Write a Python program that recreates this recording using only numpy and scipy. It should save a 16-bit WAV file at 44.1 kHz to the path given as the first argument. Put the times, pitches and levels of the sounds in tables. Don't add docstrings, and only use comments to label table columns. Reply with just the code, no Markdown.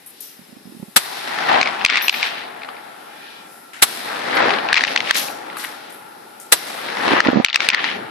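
import sys
import numpy as np
from scipy import signal
from scipy.fft import rfft, irfft
from scipy.io import wavfile
from scipy.ndimage import uniform_filter1d

SR = 44100
rng = np.random.default_rng(int(sys.argv[2]) if len(sys.argv) > 2 else 0)


def materialize(psi):
    bounded = np.clip(np.atleast_2d(psi).T, -1, 1)
    quanta = np.round(bounded * 32767).astype(np.int16)
    wavfile.write(sys.argv[1], SR, quanta)


def makeup_ratio(level_db):
    decades = np.asarray(level_db, float) / 20
    return 10 ** decades


N = 357210
TOP_HZ = 13900

# peak t/s, level/dB, centre f/Hz
SLAPS_1 = [(1.4294, -18, 1930), (1.4922, -8.5, 1860), (1.6135, -1, 2250), (1.6262, -19, 2300),
           (1.6295, -2.5, 2470), (1.6585, -9.5, 2470), (1.6737, -8, 2300), (1.809, -20, 2800),
           (1.8135, -16, 2800), (1.8494, 3, 2620), (1.862, 0.5, 2480), (1.8855, -12, 3000),
           (1.8945, -16, 2090), (1.8995, -3, 2300), (1.9025, -8, 1890), (1.9082, -10, 2190),
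           (1.926, -14, 2400), (1.934, -10, 2300), (1.9425, -12, 2200), (1.9462, -9, 2030),
           (1.9567, -4.5, 2260), (1.972, -2.5, 2460), (1.977, -10, 2500), (1.9815, -13, 2300),
           (2.0025, -14, 2500), (2.0174, -15, 2510), (2.0824, 0.5, 2800), (2.0954, 1, 2800),
           (2.1278, -14, 2500), (2.1415, -11, 2560), (2.146, -13, 2400), (2.2294, -4, 2400),
           (2.2345, -11, 2400), (2.24, -13, 2300), (2.6193, -24, 2500), (2.6333, -21, 2450),
           (2.647, -23.5, 1350), (2.6888, -18, 1270), (2.688, -26, 2480), (2.7006, -34, 1590),
           (2.7674, -27, 2350)]
SLAPS_2 = [(4.3717, -6.5, 2260), (4.4938, -8, 1880), (4.5059, -8, 2520), (4.5382, -9, 1880),
           (4.586, -11.5, 1740), (4.688, -10, 2700), (4.7294, 5.5, 1840), (4.743, -3, 2600),
           (4.756, -5.5, 2370), (4.7657, -4, 2340), (4.772, -2.5, 2110), (4.7762, -6, 2600),
           (4.7795, -7, 2580), (4.7835, -12, 2300), (4.8083, -6.5, 1910), (4.818, -15, 1900),
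           (4.8379, 1.5, 2050), (4.8497, -7, 2000), (4.8788, -13, 2750), (4.883, -14, 2500),
           (4.9615, -2.5, 2030), (4.9757, -5, 2640), (5.0048, -5, 2210), (5.05, -19, 2500),
           (5.0735, -15, 3050), (5.0935, -13, 2200), (5.0985, -13, 2290), (5.104, -12, 2000),
           (5.1097, 3, 1725), (5.155, -10.5, 2250), (5.285, -17.5, 2600), (5.5002, -23, 2100),
           (5.528, -26, 1510), (5.5696, -18.5, 1250), (5.6395, -21, 1700), (5.643, -18, 1500),
           (5.6475, -16, 2080)]
SLAPS_3 = [(6.886, -18, 2260), (6.9716, -13, 2120), (7.0798, -7, 1980), (7.111, -21, 1760),
           (7.204, 1, 1900), (7.25, -10.5, 2040), (7.2718, -9, 2170), (7.4471, 4.5, 2390),
           (7.462, -11, 2980), (7.4844, -12, 2720), (7.492, -21, 2700), (7.5, -13, 3840),
           (7.5068, -18, 2190), (7.5295, -10.5, 3050), (7.5435, -9, 2100), (7.5455, -6, 3900),
           (7.552, -18, 2560), (7.5588, 3.5, 2750), (7.5735, -19, 2270), (7.6048, -5, 2400),
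           (7.6883, 4.5, 2700), (7.7021, -3.5, 2540), (7.62, -15, 2300), (7.6975, -17, 2100),
           (7.7155, -17, 2200), (7.7335, -8, 2040), (7.738, -12, 2200), (7.7466, -1, 2010),
           (7.793, -14, 1980), (7.8424, -5.5, 2020), (7.85, -12, 2100), (7.864, -15, 2300),
           (7.889, -15, 2200)]
EVERY_SLAP = SLAPS_1 + SLAPS_2 + SLAPS_3


def on_log(table, hz):
    f, v = np.transpose(table)
    return np.interp(np.log(np.maximum(hz, 1)), np.log(np.maximum(f, 1)), v)


def shaped(x, gain):
    y = irfft(rfft(x) * gain(np.fft.rfftfreq(x.shape[-1], 1 / SR)), x.shape[-1])
    return y / np.sqrt(np.mean(y ** 2))


def hump(hz, width_hz):
    return lambda f: 1 / (1 + ((f ** 2 - hz ** 2) / (width_hz * f + 1)) ** 2)


def resonances(modes):
    return lambda f: sum(makeup_ratio(db) * hump(hz, width_hz)(f) for hz, width_hz, db in modes)


def walk(rate):
    k = int(SR / rate)
    held = np.repeat(rng.standard_normal(N // k + 1), k)
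    return 1.4 * uniform_filter1d(uniform_filter1d(held, k), k)[:N]


def pair(chance, like):
    like = np.clip(like, -.95, .95)
    shared = np.sqrt(1 + like) * chance[0]
    opposed = np.sqrt(1 - like) * chance[1] * np.array([[1], [-1]])
    return (shared + opposed) / np.sqrt(2)


def add(out, s, sound, pan_db):
    i = int(s * SR)
    piece = (sound * makeup_ratio(np.array([[pan_db], [-pan_db]]) / 2))[:, :N - i]
    out[:, i:i + piece.shape[1]] += piece


def blasts(shut_s=0.036):
    # t/s, drive level/dB, rise t/s, t60/s, left minus right level/dB
    bursts = [
        (0.9606, -4.5, 0.0002, 0.018, 10),
        (0.9629, 4.5, 0.00032, 0.044, 2.5),
        (.970, -4.5, 0.00061, 0.068, -2),
        (0.9762, -22.5, 0.0005, 0.32, 1),
        (3.818, -6, .002, .04, 0),
        (3.8234, 4.5, 0.00012, 0.066, 3),
        (3.83, -4.5, 0.00034, 0.043, -10.5),
        (6.5172, -9, 0.0017, 0.029, 4),
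        (6.522, 7, 0.00033, 0.058, 1),
        (6.528, -16.5, 0.0014, 0.19, -3),
    ]
    # f/Hz, level/dB per Hz
    blast_colour = [(35, -36.5), (60, -12.5), (1480, 4), (2490, 0.5), (4010, 3), (5040, -2.5), (7080, -4.5),
                    (7760, 3), (9090, -3.5), (10700, 4), (13700, -7)]
    out, t = np.zeros((2, N)), np.arange(4096) / SR
    noises = rng.standard_normal((len(bursts), 2, len(t)))
    for (s, db, rise, t60, pan_db), chance in zip(bursts, noises):
        burst = shaped(pair(chance, 0), lambda f: makeup_ratio(on_log(blast_colour, f)))
        fade = makeup_ratio(-60 * t / t60) * np.exp(-(t / shut_s) ** 2)
        add(out, s, makeup_ratio(db) * burst * (1 - np.exp(-t / rise)) ** 2 * fade, pan_db)
    return out


def slaps(tail_s=0.014, edge_db=-10, pan_db=4.5):
    out, t = np.zeros((2, N)), np.arange(-256, 3840) / SR
    before_s, after_s = .0006, .002
    noises = rng.standard_normal((len(EVERY_SLAP), 5, len(t)))
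    for (s, db, hz), chance in zip(EVERY_SLAP, noises):
        dull_hz = max(7200 + 260 * db, 3500)
        air = lambda f: np.exp(-(f / dull_hz) ** 2) / (1 + (700 / (f + 1)) ** 4)
        core = np.exp(-(np.abs(t) / np.where(t < 0, before_s, after_s)) ** 2.2)
        turn = 2 * np.pi * hz * t * (1 - t / .04) + 0.53 * chance[2:4, 1:2] + 9 * chance[2, 2]
        rough = shaped(pair(chance, .5), lambda f: hump(hz * .9, hz * 1.9)(f) * air(f))
        edge = shaped(pair(chance[2:], .5), lambda f: hump(4300, 3000)(f) * air(f) / (1 + (f / 6300) ** 8))
        slap = core * (np.sin(turn) + .5 * rough + makeup_ratio(edge_db + db / 5) * edge)
        slap = slap / np.abs(slap.mean(axis=0)).max()
        grains = makeup_ratio(4.1 * shaped(chance[4], lambda f: f < 500))
        trail_db = -23 - 0.73 * np.clip(db, -10, 6) - 4.5
        tail = makeup_ratio(trail_db) * np.clip(t / after_s, 0, 1) * np.exp(-np.abs(t) / tail_s) * grains
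        add(out, s + t[0], makeup_ratio(db) * (slap + tail * (rough + .5 * edge)), pan_db)
    return out


def gain_dips(duck_db=14, from_db=-3.5, recover_s=0.025):
    hits = np.zeros(N)
    for s, db, *_ in EVERY_SLAP:
        hits[int((s + .002) * SR)] = max(db - from_db, 0) / -from_db
    t = np.arange(SR // 4) / SR
    recovery = np.exp(-(t / recover_s) ** 2)
    return makeup_ratio(-duck_db * np.tanh(signal.fftconvolve(hits, recovery)[:N]))


def roll_levels(s, hz):
    # t/s, echo level/dB, delay stretch, bass level/dB, extra fade/(dB/s)
    shots = [
        (.9625, -0.5, 1.0, 0, 0.8),
        (3.8235, 0.5, 1.053, 3.5, 2),
        (6.522, -0.5, 1.02, 3, 0.5),
    ]
    # delay t/s, level/dB
    banks = [
        (0, -38.5),
        (.4, -27),
        (.48, -21.5),
        (.58, -16),
        (.66, -17.5),
        (.76, -25),
        (1.3, -29),
        (1.7, -33.5),
        (2.9, -44.5),
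    ]
    # f/Hz, level/dB per band
    bank_tone = [(300, -11), (700, -3), (1225, -0.5), (4180, -3.5), (10400, -19.5)]
    # f/Hz, level/dB per band
    wash_tone = [(300, -49.5), (1225, -45), (4180, -30), (10400, -35)]
    # f/Hz, level/dB per band
    quiet_tone = [(300, -52), (1225, -58), (4180, -51), (10400, -53)]
    # peak t/s, level/dB, half length t/s, centre f/Hz
    swells = [(0.255, -45.5, 0.063, 5000), (0.677, -48.5, 0.19, 298), (0.89, -53.5, 0.093, 10000),
              (1.334, -32.5, 0.054, 1780), (1.503, -17.5, 0.016, 1200), (1.57, -16.5, .025, 900),
              (1.95, -21.5, 0.065, 2600), (1.974, -18, 0.011, 2600), (2.148, -25, 0.1, 3240),
              (2.256, -21.5, 0.037, 2780), (2.37, -31, 0.07, 2600), (2.733, -40.5, 0.041, 1000),
              (3.275, -42.5, .12, 3350), (3.545, -48.5, .05, 11000), (4.11, -29.5, 0.032, 1220),
              (4.27, -30, 0.018, 1200), (4.397, -19, .03, 1300), (4.465, -40, 0.022, 400),
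              (4.751, -17.5, 0.033, 1770), (4.774, -16, 0.013, 2600), (4.856, -25, 0.082, 3240),
              (4.68, -30, 0.1, 800), (5.14, -20.5, 0.059, 3240), (5.25, -34, 0.2, 650),
              (5.627, -35.5, 0.087, 1580), (5.71, -41, 0.18, 3460), (7.177, -17, 0.022, 1300),
              (7.27, -28, 0.024, 1300), (7.551, -13, 0.008, 2600), (7.597, -29, 0.008, 2600),
              (7.625, -24, 0.01, 2800), (7.648, -24, 0.032, 3000), (7.755, -20.5, 0.05, 2000),
              (7.879, -24, 0.058, 2460), (7.97, -31.5, 0.096, 300)]
    air_db_per_s = 1.5 * hz / 1000
    wash_fall_db_per_s = 30 * (hz / 1e4) ** 0.8
    power = makeup_ratio(2 * on_log(quiet_tone, hz)) + 0 * s
    for shot_s, db, stretch, bass_db, fade_db in shots:
        late = s - shot_s
        bank_db = np.interp(late / stretch, *np.transpose(banks), right=-99) + on_log(bank_tone, hz) + db
        bank_db = bank_db + bass_db * (hz < 600) - (air_db_per_s + fade_db) * late
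        wash_db = on_log(wash_tone, hz) - wash_fall_db_per_s * late
        power = power + (late > 0) * (makeup_ratio(2 * np.minimum(bank_db, 0)) + makeup_ratio(2 * np.minimum(wash_db, 0)))
    for peak_s, db, half_s, centre_hz in swells:
        band_db = db - 8 * np.log2(hz / centre_hz) ** 2
        power = power + makeup_ratio(2 * band_db) * np.exp(-((s - peak_s) / half_s) ** 2)
    held = np.exp(-((s - 7.5) / 0.055) ** 2) * (25 - 2 * (hz < 600))
    return 10 * np.log10(power) - held


def roll(grain_db=2.5, flicker_db=1):
    # low f/Hz, high f/Hz
    roll_edges = [(150, 600), (600, 2500), (2500, 7000), (8000, 13500)]
    # f/Hz, level/dB per Hz
    roll_colour = [(30, -45), (49, -49), (103, -19), (252, -7), (586, -4), (797, 2.5), (929, -1.5),
                   (1810, -4), (2870, -14.5), (4000, -17.5), (5500, -27), (6700, -36), (9090, -36.5),
                   (10600, -35), (13700, -43)]
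    # f/Hz, left-right correlation
    likeness = [(130, 0.56), (280, 1), (610, -0.55), (1300, 0.31), (13000, 0.03)]
    # f/Hz, left minus right level/dB
    leftward = [(100, 5.5), (250, 1), (1200, 5), (4000, 3), (7300, -4), (13200, 12)]
    s, t = np.arange(0, N / SR, .004), np.arange(N) / SR
    sizes = np.minimum(rng.exponential(size=N // 50 + 1), 3.7)
    lumps_db = grain_db * uniform_filter1d(np.repeat(sizes, 50), 50)[:N]
    loud = np.clip(np.interp(t, s, roll_levels(s, 1225.)) / 15 + 3, 0, 1)
    echoes = rfft(rng.standard_normal((2, N)) * makeup_ratio(loud * (lumps_db - grain_db)))
    f = np.fft.rfftfreq(N, 1 / SR)
    colour = makeup_ratio(on_log(roll_colour, f))
    steady = [10 * np.log10(np.sum(colour[(f > lo) & (f < hi)] ** 2) / len(f)) for lo, hi in roll_edges]
    centres = np.log2([np.sqrt(lo * hi) for lo, hi in roll_edges])
    out = 0
    for octave in np.arange(6.5, 14.1, .5):
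        hz = 2 ** octave
        distance = np.clip(np.log2(np.maximum(f, 2 ** 6.5)) - octave, -.5, .5)
        band = np.cos(np.pi * distance) ** 2
        gain_db = roll_levels(s, np.clip(hz, 300, 10400)) - np.interp(octave, centres, steady)
        gain = makeup_ratio(np.interp(t, s, gain_db) + flicker_db * walk(12))
        side = makeup_ratio(on_log(leftward, hz) / 2 * np.array([[1], [-1]]))
        out = out + gain * side * pair(irfft(echoes * colour * band, N), on_log(likeness, hz))
    return out


def roof():
    # f/Hz, width f/Hz, level/dB
    shelter = [(845, 105, 6), (1350, 35, 7), (1433, 48, 0), (320, 36, -3), (2410, 40, -19)]
    # t/s, level/dB, lean to the upper resonances level/dB
    ringing = [(0, -68.5, 0), (.96, -60, -2), (1.3, -34, -1), (2.3, -47, -1), (3.05, -43.5, -0.5),
               (3.8, -51.5, 7), (4.2, -37, -1), (5.5, -39.5, 0.5), (6.5, -46.5, 2), (7, -54, 3),
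               (8.1, -36.5, -2)]
    s, level_db, lean_db = np.transpose(ringing)
    t = np.arange(N) / SR
    ring = shaped(rng.standard_normal((2, N)), resonances(shelter))
    low = signal.sosfiltfilt(signal.butter(4, 1100, fs=SR, output="sos"), ring)
    lean = makeup_ratio(np.interp(t, s, lean_db))
    level = makeup_ratio(np.interp(t, s, level_db) + np.array([[1.5], [-1.5]]))
    return (low / lean + (ring - low) * lean) * level


def knocks(cycles=1.75):
    # peak t/s, right port level/dB, f/Hz, left minus right level/dB
    puffs = [(0.393, -32, 228, -12), (0.4157, -37, 193, -6), (0.492, -36, 230, -11), (0.528, -30, 233, -14),
             (0.568, -28.5, 254, -16), (0.656, -30, 200, -17), (0.6743, -27, 228, -13),
             (0.695, -31, 220, -12), (0.7233, -29, 290, -16), (0.749, -28, 250, -20),
             (0.7678, -29, 218, -18), (0.7978, -26.5, 199, -11), (0.8282, -19, 202, -11),
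             (0.883, -30.5, 208, -15), (7.077, -12, 310, -21), (7.1094, -11, 320, -13),
             (7.1185, -11, 258, -26), (7.1352, -5.5, 290, -26), (7.2643, -6, 270, -21),
             (7.286, -0.5, 283, -6), (7.3, -13, 250, -8), (7.331, -7, 263, -25), (7.3437, -12, 270, -3),
             (7.3584, -5, 220, -19), (7.3719, -2.5, 215, -10.5), (7.3859, -8.5, 310, -10),
             (7.3994, -4, 240, -13)]
    out, t = np.zeros((2, N)), np.arange(-600, 1400) / SR
    noises = rng.standard_normal((len(puffs), 2, len(t)))
    for (s, db, hz, pan_db), chance in zip(puffs, noises):
        puff = np.exp(-(t * hz / np.where(t < 0, 0.25 * cycles, cycles)) ** 2)
        rumble = shaped(chance, hump(hz * 2, hz * 2))
        tone = np.sin(2 * np.pi * hz * t + 9 * chance[0, 0] + .5 * chance[:, 1:2])
        thump = tone + .45 * makeup_ratio(db / 3) * rumble
        add(out, s + t[0], makeup_ratio(db + pan_db / 2) * puff * thump, pan_db)
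    return out


def clinks():
    # t/s, level/dB, centre f/Hz, t60/s, ring level/dB
    hits = [(0.061, -38.5, 10900, 0.36, -38), (.204, -28.5, 11600, 0.046, -13.5),
            (.22, -44, 8900, 0.36, 1.5), (2.02, -33.5, 12600, 0.84, 4.5), (3.733, -35, 1790, 0.74, -84.5),
            (3.734, -45, 7850, 0.54, -75), (5.144, -20, 4400, 0.54, -19), (5.165, -22.5, 11100, 0.41, -23),
            (4.35, -38, 11000, 0.25, -40), (5.567, -33, 10500, 0.59, -25), (5.582, -36, 8000, 0.41, -25),
            (5.595, -33, 3600, 0.6, -25), (5.637, -33, 11000, 0.15, -25), (5.897, -45, 9500, 0.3, -23),
            (5.924, -43, 11000, 0.46, -23), (6.399, -38.5, 8900, 0.36, -23)]
    # f/Hz, level/dB, t60/s
    case = [(5710, -5, 0.59), (11070, -5, 0.55), (12640, -5, 0.44), (13250, 0, 0.55)]
    out, t = np.zeros((2, N)), np.arange(16384) / SR
    noises = rng.standard_normal((len(hits), 3, len(t)))
    for (s, db, hz, t60, ring_db), chance in zip(hits, noises):
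        rattle = makeup_ratio(1.8 * shaped(chance[2], lambda f: f < 90))
        width_hz = min(1.1 * hz, 1.3 * (TOP_HZ - hz))
        burst = shaped(pair(chance, 0.087), hump(hz, width_hz)) * rattle * makeup_ratio(-60 * t / t60)
        ring = 0
        for f, mode_db, long in case:
            ring = ring + makeup_ratio(mode_db - 60 * t / long) * shaped(chance[:2], hump(f, 190 / t60))
        add(out, s, makeup_ratio(db) * np.minimum(t / 0.0007, 1) * (burst + makeup_ratio(ring_db) * ring), 4)
    return out


def scrape(peak_s=3.29, half_s=0.19, db=-44):
    # f/Hz, width f/Hz, level/dB
    gear = [(1620, 27, 3), (1790, 79, -4), (2400, 118, -3), (3000, 74, -5), (3390, 91, -6),
            (3880, 100, -11)]
    t = np.arange(N) / SR
    body = shaped(rng.standard_normal((2, N)), resonances(gear))
    return body * makeup_ratio(db + 1.2 * walk(30)) * np.exp(-((t - peak_s) / half_s) ** 4)


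def bird(hz=5100.0, sweep_hz=-9000., note_s=0.013, db=-55.5):
    out, t = np.zeros((2, N)), np.arange(-1024, 1024) / SR
    note = np.exp(-(t / note_s) ** 2) * np.sin(2 * np.pi * (hz + sweep_hz * t / 2) * t)
    for s in np.arange(.375, .75, .07):
        add(out, s + t[0], makeup_ratio(db) * note, 0)
    return out


def scene():
    ducked = gain_dips() * (roll() + roof() + clinks())
    return blasts() + slaps() + ducked + knocks() + bird() + scrape()


def masked(x, band_hz=430):
    # f/Hz, level/dB under the loudness
    mask = [(5500, -55), (7000, -50), (9000, -37), (11000, -43), (13000, -31)]
    f, _, z = signal.stft(x, SR, nperseg=2048)
    power = (np.abs(z) ** 2).mean(axis=0)
    for lo in np.arange(5500, TOP_HZ, band_hz):
        band = (f >= lo) & (f < lo + band_hz)
        threshold = makeup_ratio(2 * on_log(mask, lo) + 5 * rng.standard_normal(z.shape[2]))
        z[:, band] *= power[band].sum(axis=0) > power.sum(axis=0) * threshold
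    return signal.istft(z, SR, nperseg=2048)[1][:, :N]


def top_cut(x):
    return signal.sosfilt(signal.butter(12, 13840, fs=SR, output="sos"), x)


def record(dry):
    cut = signal.sosfilt(signal.butter(2, 90, "high", fs=SR, output="sos"), dry)
    cut = signal.sosfilt(signal.ellip(8, .2, 60, TOP_HZ, fs=SR, output="sos"), masked(cut))
    return top_cut(np.clip(cut, -1, 1))


dry = scene()
out = record(dry)
materialize(out)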